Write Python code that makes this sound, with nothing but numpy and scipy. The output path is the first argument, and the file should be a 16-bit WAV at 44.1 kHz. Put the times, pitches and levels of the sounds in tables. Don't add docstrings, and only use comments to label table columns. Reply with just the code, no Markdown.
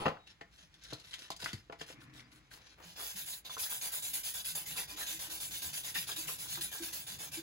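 import sys
import numpy as np
from scipy import signal
from scipy.fft import rfft, irfft, next_fast_len
from scipy.io import wavfile
from scipy.ndimage import map_coordinates

SR = 44100
rng = np.random.default_rng(int(sys.argv[2]) if len(sys.argv) > 2 else 0)


def log_audio(samples):
    frames = np.atleast_2d(samples).T
    limited = np.clip(frames, -1, 1)
    pcm = np.round(limited * 32767).astype(np.int16)
    wavfile.write(sys.argv[1], SR, pcm)


N = 327219
T = np.arange(N) / SR


def amp(db):
    return 10 ** (np.asarray(db) / 20)


def unit(x):
    return x / np.sqrt(np.mean(x ** 2) + 1e-20)


def along(points, hz):
    f, v = np.transpose(points)
    return np.interp(np.log(hz + 1), np.log(f + 1), v)


def wobble(rate):
    points = rng.standard_normal(int(N * rate / SR) + 4)
    return map_coordinates(points, [T * rate])


def filtered(x, response):
    m = next_fast_len(N + SR // 4)
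    return irfft(rfft(x, m) * response(np.fft.rfftfreq(m, 1 / SR)), m)[..., :N]


def shape(points):
    return lambda hz: amp(along(points, hz))


def body(modes):
    def response(f):
        total = 0
        for k, (center, width, db) in enumerate(modes):
            resonance = 1j * f * width / (center * center - f * f + 1j * f * width)
            total = total + (-1) ** k * amp(db) * resonance
        return total
    return response


def noise():
    return rng.standard_normal((2, N))


def grit(rate, spread_db):
    chance = np.clip(rate / SR, 1e-4, 1)
    hits = (rng.random(N) < chance) / np.sqrt(chance)
    sizes = amp(spread_db * rng.standard_normal(N))
    return unit(hits * sizes * noise())


def bursts(times, levels_db, t60):
    power = np.zeros(N + SR)
    fall = amp(-60 * np.arange(SR // 3) / SR / t60) ** 2
    for s, db in zip(times, levels_db):
        power[round(s * SR):][:len(fall)] += amp(db) ** 2 * fall
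    return np.sqrt(power[:N]) * noise()


def struck(drive, response):
    norm = np.sqrt(np.mean(np.abs(response(np.linspace(0, SR / 2, 2 ** 12))) ** 2))
    return filtered(drive, response) / norm


def patchy(x, depth_db, width_hz, life):
    hz, t, z = signal.stft(x, SR, nperseg=1024)
    rows, cols = np.meshgrid(hz / width_hz, t / life, indexing="ij")
    knots = rng.standard_normal((2, 512, 512))
    field = np.array([map_coordinates(k, [rows, cols], order=1, mode="wrap") for k in knots])
    gain = amp(depth_db * unit(field))
    return signal.istft(z * unit(gain), SR, nperseg=1024)[1][:, :N]


def arch(place, crest, pointed):
    lean = np.log(.5) / np.log(np.clip(crest, .1, .9))
    return np.abs(np.sin(np.pi * np.clip(place, 0, 1) ** lean)) ** np.abs(pointed)


def swells(rows):
    out = np.zeros((len(rows[0]) - 2, N + SR))
    for s, length, *db in rows:
        swell = arch(np.arange(round(length * SR)) / (length * SR), crest=0.37, pointed=1)
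        out[:, round(s * SR):][:, :len(swell)] += amp(db)[:, None] * swell
    return out[:, :N]


def envelope(start, attack, hold, t60):
    return np.clip((T - start) / attack, 0, 1) * amp(-60 * np.maximum(T - start - hold, 0) / t60)


def judder(s, length, hz, width, db):
    out, t = np.zeros((2, N + SR)), np.arange(SR // 4) / SR
    ring = np.exp(-np.pi * width * t) * np.sin(2 * np.pi * hz * t)
    drive = rng.standard_normal((2, 2 * len(t)))
    tone = signal.fftconvolve(drive, ring[None], "valid", axes=1)[:, :len(t)]
    age = t / length * 3
    swell = age ** 2 * np.exp(2 - 2 * age)
    burst = tone * swell
    level = amp(db) * np.sqrt(2 * np.sum(swell ** 2) / np.sum(burst ** 2))
    out[:, round(s * SR):][:, :len(t)] += level * burst
    return out[:, :N]


def clacks(times, levels_db, pitches_hz, cycles):
    out, t = np.zeros((2, N + SR)), np.arange(SR // 16) / SR
    for s, db, hz in zip(times, levels_db, pitches_hz):
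        age = t * hz / cycles
        swing = age * np.exp(1 - age) * np.sin(2 * np.pi * hz * t)
        out[0, round(s * SR):][:len(t)] += amp(db) * swing
    return out[:, :N]


# frequency in Hz, time to fall by 60 dB in seconds.
ROOM_DECAY = [(150, 0.22), (1000, 0.24), (4000, 0.19), (14000, 0.087)]


def room(x):
    hz, t, z = signal.stft(rng.standard_normal((2, SR // 2)), SR, nperseg=256)
    fall = amp(-60 * t / along(ROOM_DECAY, hz)[:, None])
    tail = signal.istft(z * fall, SR, nperseg=256)[1]
    return signal.fftconvolve(x, tail / np.linalg.norm(tail[0]), axes=1)[:, :N]


# frequency in Hz, likeness from 0 to 1.
LIKENESS = [(100, .9), (350, .88), (700, .65), (2000, .45), (6500, .4), (8500, .95), (15000, .92)]
# frequency in Hz, lead of the left in radians (minus: it lags).
LEFT_LEAD = [(0, 0), (300, -.3), (1100, -1.8), (1900, -.1), (3200, -2.8), (5600, -8.6), (6700, -6.1),
             (8600, -9.4), (16000, -19)]


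def ports(pair):
    def turn(hz):
        return np.arccos(np.clip(along(LIKENESS, hz), 0, 1)) / 2

    def lead(hz):
        return np.exp(.5j * np.interp(hz, *np.transpose(LEFT_LEAD)) * np.array([[1], [-1]]))

    mid, side = filtered(pair, lambda hz: np.array([np.cos(turn(hz)), np.sin(turn(hz))]))
    return filtered(np.array([mid + side, mid - side]), lead)


# frequency in Hz, width in Hz, level in dB.
BENCH_MODES = [(57, 44, -2), (156, 40, 4), (277, 47, -2.5), (321, 94, -4)]
# frequency in Hz, relative level in dB per Hz.
AIR_SPECTRUM = [(20, -36), (50, 5.5), (130, -7.5), (250, -20.5), (600, -19.5), (2000, -14), (6000, -25),
                (15000, -40)]
REST_DB, LEAN_DB = -71.5, -62.5
LEAN_FROM_S, LEAN_FULL_S = 2.87, 5.1


def bench():
    lean_db = np.interp(T, [LEAN_FROM_S, LEAN_FULL_S], [REST_DB, LEAN_DB])
    shake = amp(lean_db + wobble(18))
    low_band = shape([(22, -14), (50, 0), (400, 0), (1500, -14)])
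    hum = filtered(noise(), lambda hz: body(BENCH_MODES)(hz) * low_band(hz))
    hum = patchy(hum, depth_db=2.5, width_hz=65.5, life=.07)
    air = filtered(noise(), shape(AIR_SPECTRUM))
    return shake * unit(hum) + amp(-69.0) * unit(air)


# frequency in Hz, width in Hz, level in dB.
ROLLER_MODES = [(127, 17, 4.5), (252, 40, 4.5), (293, 50, 2.5), (1210, 330, -11), (1700, 84, -7),
                (2200, 460, -9.5)]
ROLL_START_S, ROLL_HOLD_S, ROLL_T60, ROLL_DB = 1.89, 0.14, 1.94, -59


def rolling():
    band = shape([(40, -15), (100, 0), (2500, 0), (5000, -20)])
    roll = filtered(grit(900, spread_db=0.0), lambda hz: body(ROLLER_MODES)(hz) * band(hz))
    uneven = unit(roll * amp(1.6 * wobble(24.9)))
    return amp(ROLL_DB) * envelope(ROLL_START_S, attack=0.051, hold=ROLL_HOLD_S, t60=ROLL_T60) * uneven


# frequency in Hz, level in dB.
METAL_TONES = [(1320, -49), (3122, -54), (4328, -59), (7350, -63), (9030, -52), (9895, -57)]


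def metal():
    ring = sum(amp(db) * np.sin(2 * np.pi * hz * T + .7 * wobble(114)) for hz, db in METAL_TONES)
    return np.array([ring * envelope(0, attack=.002, hold=0.027, t60=.2), np.zeros(N)])


# frequency in Hz, width in Hz, level in dB.
WOOD_MODES = [(157, 16, 0.5), (279, 56, 2.5), (440, 60, 1.5), (680, 35, 7.5), (828, 27, 3), (948, 58, 1.5),
              (1280, 210, -1), (1840, 200, -11.5), (2720, 310, -12)]
# frequency in Hz, relative level in dB per Hz.
KNOCK_SPECTRUM = [(100, -9), (300, -7), (550, -8), (950, -0.5), (1500, -19), (2800, -14.5), (5000, -23),
                  (9000, -44), (15000, -39)]
SLIDE_DB, SLIDE_S, SLIDE_T60 = -42, 0.062, 0.35


def wood_slide():
    slide = filtered(grit(5000, spread_db=-2.5),
                     lambda hz: (body(WOOD_MODES)(hz) + 1.5) * shape(KNOCK_SPECTRUM)(hz))
    return amp(SLIDE_DB) * envelope(0, attack=0.00058, hold=SLIDE_S, t60=SLIDE_T60) * unit(slide)


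# start in seconds, clack level in dB, clack pitch in Hz, wood ring level in dB.
WOOD_KNOCKS = [(0.0569, -18, 950, -24.5), (.0635, -18, 625, -20.5), (0.0672, -26.5, 560, -23.5),
               (.081, -22, 716, -25), (.171, -38, 1230, -55), (0.41, -62, 590, -44.5),
               (.925, -39, 605, -35.5), (1.3037, -29.5, 920, -41), (1.427, -44, 706, -48),
               (1.46, -23, 1500, -44), (1.467, -33, 1550, -47), (1.698, -37, 484, -41),
               (1.726, -38.5, 1080, -41.5), (1.812, -45, 750, -42), (1.902, -42.5, 503, -51)]


def taps():
    s, db, hz, ring_db = np.transpose(WOOD_KNOCKS)

    def wood(f):
        ring = body(WOOD_MODES)(f) * shape([(3000, 0), (8000, -25)])(f)
        return ring + 0.51 * shape(KNOCK_SPECTRUM)(f)

    return clacks(s, db, hz, cycles=0.55) + struck(bursts(s, ring_db, t60=0.03), wood)


# start in seconds, thump level in dB.
SOFT_LANDINGS = [(0.063, -35), (0.927, -44), (1.433, -48.5), (1.533, -35.5)]
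THUD_S, THUD_GLIDE_S = 0.0057, 0.0067
THUD_START_HZ, THUD_END_HZ = 292, 89


def thuds():
    out, t = np.zeros((2, N + SR)), np.arange(SR // 8) / SR
    hz = THUD_END_HZ + (THUD_START_HZ - THUD_END_HZ) * np.exp(-t / THUD_GLIDE_S)
    thump = t / THUD_S * np.exp(1 - t / THUD_S) * np.sin(2 * np.pi * np.cumsum(hz) / SR)
    for s, db in SOFT_LANDINGS:
        out[0, round(s * SR):][:len(t)] += amp(db) * thump
    s, db = np.transpose(SOFT_LANDINGS)
    low_cut = shape([(30, -20), (100, 0)])
    shudder = struck(bursts(s, db - 8, t60=0.06), lambda hz: body(BENCH_MODES)(hz) * low_cut(hz))
    return out[:, :N] + shudder


# start in seconds, length in seconds, level in dB.
TOWEL_TOUCHES = [(2.51, 0.14, -64.5), (2.772, 0.11, -58.5), (2.97, 0.094, -51.5)]


def towel():
    rub = filtered(grit(3000, spread_db=3.0),
                   shape([(100, -1), (400, 4.5), (900, 7.5), (2000, 2.5), (6000, -13.5)]))
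    return swells(TOWEL_TOUCHES)[0] * unit(rub)


# start in seconds, level in dB, pitch in Hz.
SHARP_SNAPS = [(0.057, -36, 1860), (0.0646, -47, 2730), (.082, -37, 1990), (0.274, -49, 2870),
               (0.412, -43.5, 1840), (0.741, -54, 3450), (0.837, -45.5, 5130), (0.932, -37.5, 4150),
               (0.998, -49, 4200), (1.049, -55, 3580), (1.071, -53, 3560), (1.11, -49, 4050),
               (1.132, -41.5, 3100), (1.139, -33.5, 3320), (1.191, -45, 4600), (1.236, -56, 3350),
               (1.303, -35.5, 4520), (1.317, -36.5, 3650), (1.364, -44, 4830), (1.401, -45, 4840),
               (1.42, -46, 4880), (1.443, -34, 4800), (1.46, -35, 1970), (1.531, -38, 4530),
               (1.531, -39.5, 2040), (1.724, -44, 2130), (1.811, -44, 1706), (1.814, -39.5, 3240),
               (1.901, -51, 1970), (2.017, -57, 1480), (2.195, -49, 2140), (2.513, -52, 1590)]
SNAP_T60 = 0.067
SNAP_TAIL_DB, SNAP_TAIL_T60 = -24, 0.15


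def snaps():
    out, t = np.zeros((2, N + SR)), np.arange(SR // 8) / SR
    fall = amp(-60 * t / SNAP_T60) + amp(SNAP_TAIL_DB - 60 * t / SNAP_TAIL_T60)

    def band(x, hz, q):
        return signal.lfilter(*signal.iirpeak(min(hz, SR / 4), q, SR), x)

    for s, db, hz in SHARP_SNAPS:
        crack = fall * rng.standard_normal((2, len(t)))
        broad = band(band(crack, hz, .6), hz, .6)
        snap = broad + 1.8 * band(broad, hz, 11)
        level = amp(db - 4.0) * np.sqrt(2 * np.sum(fall ** 2) / np.sum(snap ** 2))
        out[:, round(s * SR):][:, :len(t)] += level * snap
    return out[:, :N] + clacks(*np.transpose(SHARP_SNAPS), cycles=3.6)


# start in seconds, length in seconds, first and last pitch in Hz, level in dB.
FINGER_SLIPS = [(0.182, 0.16, 3830, 3750, -66), (1.312, 0.032, 3600, 3810, -58),
                (1.401, .06, 4860, 4860, -50), (2.238, .04, 4750, 5000, -66)]
SQUEAK_ROUGH = .012


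def squeaks():
    out = np.zeros((2, N + SR))
    for s, length, from_hz, to_hz, db in FINGER_SLIPS:
        place = np.arange(round(length * SR)) / (length * SR)
        glide = from_hz + (to_hz - from_hz) * place
        hz = glide * (1 + SQUEAK_ROUGH * wobble(600)[:len(place)])
        tone = arch(place, 0.36, 0.62) * np.sin(2 * np.pi * np.cumsum(hz) / SR)
        out[0, round(s * SR):][:len(place)] += amp(db) * tone
    return out[:, :N]


# start in seconds, length in seconds, crackle in dB, grit brushing in dB.
SHEET_SHIFTS = [(.26, 0.093, -59, -84), (.51, 0.19, -63.5, -73.5), (.7, 0.24, -68, -84),
                (.82, 0.25, -54, -73), (1.03, 0.2, -57, -68), (1.18, 0.12, -53.5, -65),
                (1.39, 0.14, -45.5, -55), (1.51, 0.12, -59, -69), (1.785, 0.071, -51.5, -64),
                (1.86, 0.091, -52.5, -59.5), (2.0, 0.06, -62, -65.5), (2.13, 0.11, -58.5, -66),
                (2.31, 0.1, -63, -67), (2.505, 0.09, -53.5, -57.5), (2.57, 0.22, -61, -82)]
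# frequency in Hz, relative level in dB per Hz.
PAPER_SPECTRUM = [(300, -6), (1000, -2), (1600, 2.5), (2500, 0), (3200, 5.5), (3900, 5.5), (4700, 2.5),
                  (6000, 0.5), (7600, -9.5), (9000, -15), (10500, -10), (15500, -45)]
# frequency in Hz, relative level in dB per Hz.
HISS_SPECTRUM = [(4500, -40), (6200, -11), (7000, -1.5), (7800, -3), (8400, -1), (10500, 1.5), (12500, 0),
                 (15700, -2)]
HELD_FROM_S, HELD_FOR_S, HELD_DB = 0.78, 1.7, -74.5
CLUMP_DB, CLUMP_RATE = 3, 98


def paper_handling():
    rustle, brush = swells(SHEET_SHIFTS)
    held = amp(HELD_DB) * envelope(HELD_FROM_S, attack=0.03, hold=HELD_FOR_S, t60=0.33)
    clumps = grit(3500, spread_db=-0.5) * amp(CLUMP_DB * wobble(CLUMP_RATE))
    crackle = patchy(filtered(clumps, shape(PAPER_SPECTRUM)), depth_db=3, width_hz=300, life=.05)
    softer_top = shape([(9000, 0), (12000, -6), (16000, -9)])
    brushing = filtered(grit(4000, spread_db=3), lambda hz: shape(HISS_SPECTRUM)(hz) * softer_top(hz))
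    brushing = patchy(brushing, depth_db=3, width_hz=400, life=.05)
    return np.hypot(rustle, held) * unit(crackle) + brush * unit(brushing)


# start in seconds, pitch in Hz, level in dB.
BENCH_DRONES = [(2.846, 172, -59.5), (3.13, 184, -61), (4.24, 181, -63), (4.499, 164, -59),
                (4.671, 155, -57), (4.91, 314, -57), (5.1, 320, -58), (5.27, 320, -58), (5.64, 83.5, -58),
                (5.96, 180, -58), (6.17, 313, -56.5), (6.25, 154, -58), (6.566, 347, -55.5),
                (6.795, 331, -47.5), (7.364, 329, -50)]
DRONE_S, DRONE_WIDTH_HZ = 0.081, 7.8


def drones():
    return sum(judder(s, DRONE_S, hz, DRONE_WIDTH_HZ, db) for s, hz, db in BENCH_DRONES)


# start in seconds, level in dB.
BLOCK_ROCKS = [(3.0, -42), (3.497, -43), (3.568, -36), (3.721, -39), (3.938, -45), (4.757, -44),
               (4.974, -47), (5.013, -44), (6.091, -37.5), (6.251, -49), (6.289, -39), (6.458, -47.5),
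               (6.574, -36.5), (6.752, -47)]
# frequency in Hz, width in Hz, level in dB.
FOOT_MODES = [(447, 47, 1), (725, 15, 3), (1020, 36, 6), (1474, 100, 2.5)]
FALL_BACK_S = .0075
CLACK_HZ, CLACK_DB, FOOT_DB = 1200, 1.5, -3.5


def rocking():
    s, db = np.transpose(BLOCK_ROCKS)
    s, db = np.r_[s, s + FALL_BACK_S], np.r_[db, db]
    clack = clacks(s, db + CLACK_DB, np.full(len(s), CLACK_HZ), cycles=0.65)
    return clack + struck(bursts(s, db + FOOT_DB, t60=0.016), body(FOOT_MODES))


# start in seconds, pitch in Hz, level in dB.
PAPER_GRABS = [(3.326, 4000, -44), (3.45, 3800, -46.5), (3.655, 1720, -47.5), (4.77, 2560, -42.5),
               (5.006, 1810, -44), (5.072, 3570, -45), (5.95, 1870, -36), (5.954, 2610, -40.5),
               (6.11, 3570, -40.5), (6.16, 3730, -42.5), (6.274, 2810, -43)]
GRAB_S, GRAB_Q = 0.033, 18.5


def grabs():
    return sum(judder(s, GRAB_S, hz, hz / GRAB_Q, db) for s, hz, db in PAPER_GRABS)


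# start in seconds, length in seconds,
# place of top speed from 0 to 1, low scrape in dB, rasp in dB, hiss in dB.
SANDING_STROKES = [(2.816, 0.18, 0.36, -66.5, -56, -60), (2.955, 0.23, 0.44, -61, -47, -42.5),
                   (3.153, 0.13, 0.3, -64.5, -47.5, -41.5), (3.255, 0.17, 0.26, -64.5, -49, -40.5),
                   (3.442, 0.062, 0.42, -61.5, -51, -54), (3.489, 0.1, 0.43, -63.5, -48.5, -48.5),
                   (3.573, 0.14, 0.4, -57.5, -42.0, -36), (3.693, 0.15, 0.2, -58.5, -45, -37),
                   (3.808, 0.12, 0.34, -57, -42, -37), (3.914, 0.13, 0.26, -58.5, -46.0, -36.5),
                   (4.018, 0.14, 0.28, -60, -45, -37), (4.13, 0.12, 0.17, -59, -43.0, -35),
                   (4.23, 0.12, 0.34, -61.5, -42.5, -36.5), (4.334, 0.125, 0.23, -58, -44, -39),
                   (4.44, 0.13, 0.29, -64, -44, -38.5), (4.547, 0.13, 0.12, -54, -43.0, -35.5),
                   (4.654, 0.16, 0.24, -63, -46.5, -41), (4.759, 0.12, 0.28, -53.5, -42, -39.5),
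                   (4.87, 0.1, 0.45, -58.5, -48, -46.5), (4.959, 0.124, 0.41, -55, -43.0, -40.5),
                   (5.06, 0.15, 0.31, -60.5, -42.5, -38.5), (5.187, 0.13, 0.29, -57.5, -45, -41),
                   (5.293, 0.13, 0.3, -57.5, -44.5, -40.5), (5.398, 0.14, 0.19, -58.5, -45.0, -38),
                   (5.504, 0.14, 0.35, -63, -45.0, -41.5), (5.616, 0.15, 0.16, -57, -43, -39),
                   (5.726, 0.12, 0.34, -62.5, -44.5, -39), (5.828, 0.13, 0.36, -59, -44.5, -40.5),
                   (5.94, 0.14, 0.26, -58.5, -39.5, -37), (6.066, 0.11, 0.34, -57.5, -43, -40.5),
                   (6.157, 0.15, 0.21, -59.5, -44.5, -39.5), (6.268, 0.13, 0.25, -59, -44, -37.5),
                   (6.379, 0.13, 0.34, -62, -47, -41), (6.481, 0.15, 0.35, -61.5, -43, -40),
                   (6.605, 0.12, 0.19, -60, -42.5, -37.5), (6.709, 0.14, 0.31, -59, -46, -41),
                   (6.817, 0.13, 0.29, -60.5, -45, -41), (6.922, 0.17, 0.18, -60, -46.5, -40),
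                   (7.064, 0.14, 0.24, -60, -45.5, -43.5), (7.182, 0.14, 0.29, -57, -46.0, -43),
                   (7.312, 0.12, 0.34, -59.5, -45, -42)]
# frequency in Hz, width in Hz, level in dB.
BLOCK_MODES = [(3540, 270, 7.5), (4700, 140, -28), (7400, 150, 1), (8160, 250, 7)]
# frequency in Hz, relative level in dB per Hz.
SCRAPE_SPECTRUM = [(150, -25), (350, -5), (750, 5), (1350, -0.5), (1700, 2), (2600, -36)]
# frequency in Hz, relative level in dB per Hz.
RASP_SPECTRUM = [(700, -41), (1300, -13), (1600, -2.5), (1900, -5.5), (2250, -6), (2650, -1), (3000, -1.5),
                 (3750, 1.5), (4300, -2.5), (4800, 1), (5700, -3.5), (6500, 0), (7400, -12), (10000, -64)]
POINTED, HISS_RISE_S = 1.4, 0.0079
RASP_STICK, RASP_FALL, BREAK_LOOSE_S = 0.35, 1.23, 0.0078


def sanding():
    drag, bite, speed, flow = np.zeros((4, N + SR))
    for s, length, crest, scrape_db, rasp_db, hiss_db in SANDING_STROKES:
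        t = np.arange(round(length * SR)) / SR
        span = slice(round(s * SR), round(s * SR) + len(t))
        place = t / length
        hand = np.minimum(t / HISS_RISE_S, 1) * arch(place, crest, POINTED)
        stuck = arch(np.maximum(place, crest), crest, RASP_FALL)
        sliding = arch(place, crest, RASP_FALL)
        grip = np.minimum(t / BREAK_LOOSE_S, 1) * (RASP_STICK * stuck + (1 - RASP_STICK) * sliding)
        speed[span] += hand
        flow[span] += amp(hiss_db) * hand
        bite[span] += amp(rasp_db) * grip
        drag[span] += amp(scrape_db) * grip

    grains = 8000 + 24000 * speed[:N]
    hiss = filtered(grit(grains, spread_db=1.0), shape(HISS_SPECTRUM))
    hiss = patchy(hiss, depth_db=2.7, width_hz=359, life=0.035)

    rasp = filtered(grit(grains * .5, spread_db=1.0),
                    lambda hz: shape(RASP_SPECTRUM)(hz) * (1 + 0.15 * body(BLOCK_MODES)(hz)))
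    rasp = patchy(rasp, depth_db=4.0, width_hz=110, life=.045)

    scrape = filtered(grit(grains * .1, spread_db=2.5),
                      lambda hz: shape(SCRAPE_SPECTRUM)(hz) * (1 + 0.41 * body(FOOT_MODES)(hz)))
    flutter = amp(1.2 * wobble(90))
    return flow[:N] * unit(hiss) + flutter * (bite[:N] * unit(rasp) + drag[:N] * unit(scrape))


def scene():
    aside = rolling() + metal() + wood_slide() + taps() + thuds()
    aside = aside + towel() + snaps() + squeaks() + paper_handling()
    work = bench() + drones() + rocking() + grabs() + sanding()
    far = ports(aside + amp(-9) * room(aside)) * amp([[1], [-1]])
    near = ports(work + amp(-11) * room(work))
    return far + near


TOP_HZ = 15850


def record(dry):
    return filtered(dry, lambda hz: hz < TOP_HZ)


dry = scene()
out = record(dry)
log_audio(out)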